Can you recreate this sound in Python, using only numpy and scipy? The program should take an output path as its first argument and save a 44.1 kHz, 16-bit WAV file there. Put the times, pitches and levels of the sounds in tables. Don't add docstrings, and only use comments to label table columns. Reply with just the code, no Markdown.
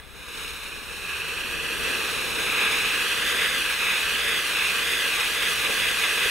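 import sys
import numpy as np
from scipy import signal
from scipy.fft import rfft, irfft
from scipy.io import wavfile
from scipy.ndimage import map_coordinates

SR = 44100
rng = np.random.default_rng(int(sys.argv[2]) if len(sys.argv) > 2 else 0)


def voltage_ratio(level):
    return 10 ** (np.asarray(level, float) / 20)


def dump_mix(stems):
    frames = np.atleast_2d(stems).T
    limited = np.clip(frames, -1, 1)
    pcm = np.round(limited * 32767).astype(np.int16)
    wavfile.write(sys.argv[1], SR, pcm)


N = 277830
TIME = np.arange(N) / SR
HZ = np.maximum(np.arange(N // 2 + 1) * SR / N, 1)


def rms_one(x):
    return x / np.sqrt(np.mean(x ** 2) + 1e-20)


def in_time(rows):
    s, *columns = np.transpose(rows)
    return [np.interp(TIME, s, column) for column in columns]


def in_pitch(points):
    hz, level_db = np.transpose(points)
    return np.interp(np.log(HZ), np.log(hz), level_db)


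def coloured(x, shape_db):
    return irfft(rfft(x) * voltage_ratio(shape_db), N)


def cut(x, hz, kind, order=2):
    return signal.sosfilt(signal.butter(order, min(hz, .45 * SR), kind, fs=SR, output="sos"), x)


def drift(rate):
    pole = np.exp(-80 * np.pi * rate / SR)
    noise = rng.standard_normal(N // 40 + 2002)
    slow = signal.lfilter([1], [1, -2 * pole, pole * pole], noise)[2000:]
    return np.interp(np.arange(N) / 40, np.arange(len(slow)), rms_one(slow))


def bump(at, length):
    return np.exp(-.5 * ((TIME - at) / length) ** 2)


def jets():
    # t/s, angle/turns (.25 = second jet on top)
    spin = [(0, -.21), (1.6, -.02), (2.25, .12), (2.65, .25), (3.1, .5), (3.42, .75), (3.63, 1.0),
            (4.12, 1.5), (4.46, 2.0), (5.07, 3.0), (5.54, 4.0), (5.96, 5.0), (6.3, 6.03)]
    # t/s, level/dB
    second_level = [
        (0, -30),
        (1.05, -25),
        (1.6, -6),
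        (1.9, 1.5),
        (2.2, 9),
        (2.9, 8),
        (3.3, 7),
        (4.5, 7.5),
        (5.5, 5.5),
        (6.3, 2.5),
    ]
    rising_db = 3
    wall_s, wall_db, wall_cut_hz = .0462, -8, 1100
    angle = 2 * np.pi * in_time(spin)[0]
    height = np.sin(angle)
    ratio = voltage_ratio(in_time(second_level)[0] + rising_db * np.cos(angle))
    total = np.sqrt(1 + ratio ** 2)
    first = burning(flicker_db=0.57) / total
    second = burning(flicker_db=0.53) * ratio / total
    both = voltage_ratio(-3.0) * (off_ground(first, -height) + off_ground(second, height))
    lag = round(wall_s * SR)
    both[:, lag:] += voltage_ratio(wall_db) * cut(both[:, :-lag], wall_cut_hz, "low", order=1)
    return both


def burning(flicker_db):
    # f/Hz, level/dB per Hz
    jet_spectrum = [(50, -45), (120, -13.5), (280, -13.5), (480, -9.5), (900, -9.5), (1400, -9),
                    (2500, -1.5), (3500, -7.5), (4300, -14), (5000, -17), (7100, -18), (8400, -15.5),
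                    (12500, -17), (13300, -25)]
    tube_hz, tube_width_hz = 2600, 320
    roar_db, hiss_db, ring_db, sizzle_db = vigour()
    gas = rfft(rng.standard_normal((2, N))) * voltage_ratio(in_pitch(jet_spectrum))
    low = 1 / (1 + (HZ / 750) ** 4)
    high = 1 - 1 / (1 + (HZ / 3700) ** 6)
    middle = 1 - low - high
    tube = middle / (1 + (2 * (HZ - tube_hz) / tube_width_hz) ** 2)
    shares = (low, middle - tube, tube, high)
    roar, hiss, ring, sizzle = [rms_one(irfft(gas * share, N)) for share in shares]
    roar = roar * voltage_ratio(roar_db + 0.82 * drift(3.7))
    hiss = hiss * voltage_ratio(hiss_db - 0.16 + 0.42 * drift(7.7))
    ring = ring * voltage_ratio(ring_db + 1.7 * drift(25))
    sizzle = sizzle * voltage_ratio(sizzle_db + 0.23 + .5 * drift(37))
    flicker = voltage_ratio(flicker_db * (drift(12.7) + 0.76 * drift(40)))
    return flicker * (roar + hiss + ring + sizzle)


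def vigour():
    # t/s, vigour/dB, brightness/dB
    burn = [(0.0, -60.5, 2.5), (0.25, -47, 0.5), (0.42, -40, 1.5), (0.7, -42.5, -1.5), (0.98, -42, 0.5),
            (1.1, -35.5, -4), (1.5, -35, -3.5), (1.9, -33, -0.5), (2.3, -34, 0.2), (2.6, -30, -2),
            (3.3, -30.5, -1), (4.2, -31, -0.5), (5.4, -31, 0.4), (6.3, -29.5, -0.6)]
    # t/s, hiss gain/dB, tube ring gain/dB, length/s
    flares = [(.42, 1.5, -3.5, .08), (.6, -1.5, 0.5, .08), (1.3, -2, 1.5, 0.19), (1.6, -1.5, 1.5, .12),
              (1.87, 0.5, 4, 0.02), (2.637, 2.5, 2, 0.05), (2.77, -1, 2.5, .05), (3.436, 4, 3, 0.026),
              (3.65, 1, 2, 0.045), (3.883, 3.5, 4.5, 0.041), (4.314, 2, 6, 0.03), (4.613, 2.5, 2, 0.036),
              (4.8, 1, 4, 0.019), (4.93, 0, 6, 0.028), (5.058, 2, 3, 0.03), (5.18, 2.5, 0, .025),
              (5.438, 2.5, 7, 0.028), (5.653, 4.5, 6, 0.0095), (5.86, .3, 5, 0.034), (6.05, 3.5, 0, 0.0083),
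              (6.235, 1, 4.5, 0.027)]
    # t/s, gain/dB
    gulps = [
        (3.35, 5.5),
        (4.6, 2.5),
        (5.7, 6.5),
        (6.26, 2),
    ]
    gulp_s = 0.021
    burn_db, bright_db = in_time(burn)
    swing_db = burn_db + 31
    flare_db = sum(db * bump(s, length) for s, db, _, length in flares)
    ring_flare_db = sum(db * bump(s, length) for s, _, db, length in flares)
    ring_db = -34 + 1.25 * swing_db + ring_flare_db
    roar_db = -40.5 + 0.58 * swing_db + 0.37 * flare_db
    roar_db = roar_db + 5 * bump(2.08, 0.48)
    roar_db = roar_db + sum(db * bump(s, gulp_s) for s, db in gulps)
    return roar_db, burn_db + flare_db, ring_db, burn_db + bright_db


def off_ground(x, height):
    delay_ms = .667 + .084 * height
    read = np.arange(N) - delay_ms * SR / 1000
    echo = [map_coordinates(channel, [read], order=3, mode="nearest") for channel in x]
    echo_db = -3.5 - .55 * TIME
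    return x + voltage_ratio(echo_db) * cut(echo, 8500, "low", order=1)


def chuffs():
    # t/s, peak level/dB, f/Hz, rise/s
    pops = [
        (0.2832, -29, 1200, 0.00036),
        (5.696, -29, 420, 0.002),
        (6.258, -26, 424, 0.0021),
    ]
    out, age = np.zeros(N), np.arange(1024) / SR
    for s, peak_db, hz, rise in pops:
        swell = age / rise * np.exp(1 - age / rise)
        puff = (np.sin(2 * np.pi * hz * age) + .3) * swell
        at = round(s * SR)
        out[at:at + 1024] += voltage_ratio(peak_db) * puff
    return out


def night():
    # f/Hz, level/dB per Hz
    far_spectrum = [(20, -1), (40, 9), (75, 4.5), (142, -3), (485, -17), (642, -15), (1660, -15),
                    (3840, -19), (6180, -46.5), (8410, -23), (16000, -31)]
    air = rms_one(coloured(rng.standard_normal((2, N)), in_pitch(far_spectrum)))
    air = air * voltage_ratio(-47 + 2.1 * drift(1.3))
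    hum_hz = 65.8 + 2.79 * drift(3.24)
    near_db = 4.5 * bump(1.7, 0.65)
    hum_db = -52.5 + near_db + 1.2 * drift(1.3) + 1.0 * drift(15)
    return air + np.sin(2 * np.pi * np.cumsum(hum_hz) / SR) * voltage_ratio(hum_db)


def scene():
    # f/Hz, side minus mid level/dB
    width_spectrum = [(2600, -13), (3400, -6), (4500, 0.0), (5300, -1.5), (5900, -12), (6600, -21),
                      (7450, -4), (8500, -21), (9400, -3), (11500, -8), (12700, -15), (13600, 0.0),
                      (14800, -3), (15300, -10)]
    mid, side = jets() + night()
    mid, side = mid + chuffs(), coloured(side, in_pitch(width_spectrum))
    return np.array([mid + side, mid - side])


def top_cut(x):
    return signal.sosfilt(signal.butter(12, 16900, fs=SR, output="sos"), x)


def record(dry):
    # f/Hz, width/Hz, level/dB
    housing = [(1190, 160, 3), (1639, 154, 7.5), (2020, 120, 6.5), (2497, 200, 3.5), (3487, 180, 7.5),
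               (5730, 260, 4), (6620, 250, 4), (15500, 500, 2.5), (467, 93, 6.5), (3880, 174, 5),
               (5190, 83, -4.5), (7530, 970, -2.5), (8440, 390, 2.5), (9430, 220, -8), (10080, 230, -6.5),
               (10750, 300, 0), (12060, 320, -6.5), (13600, 250, 1), (14050, 350, -7), (14900, 400, 0),
               (15250, 200, -2.5)]
    # f/Hz, left minus right level/dB
    tilt = [(700, 1.5), (3000, -2), (3700, -1), (4400, 5), (4800, 5), (5250, -4.5), (5800, -3.5),
            (8900, 0.5), (9400, -6.5), (10500, 12.5), (11500, -0.5), (13700, -2.5), (14500, -3), (15200, 6)]
    housing_db = sum(db / (1 + (2 * (HZ - hz) / width) ** 2) for hz, width, db in housing)
    housing_db = housing_db - 60 * (HZ > 15740)
    left, right = coloured(dry, housing_db + in_pitch(tilt) * [[.5], [-.5]])
    right = cut(right, 250, "high")
    return top_cut(np.array([left, right]))


dry = scene()
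out = record(dry)
dump_mix(out)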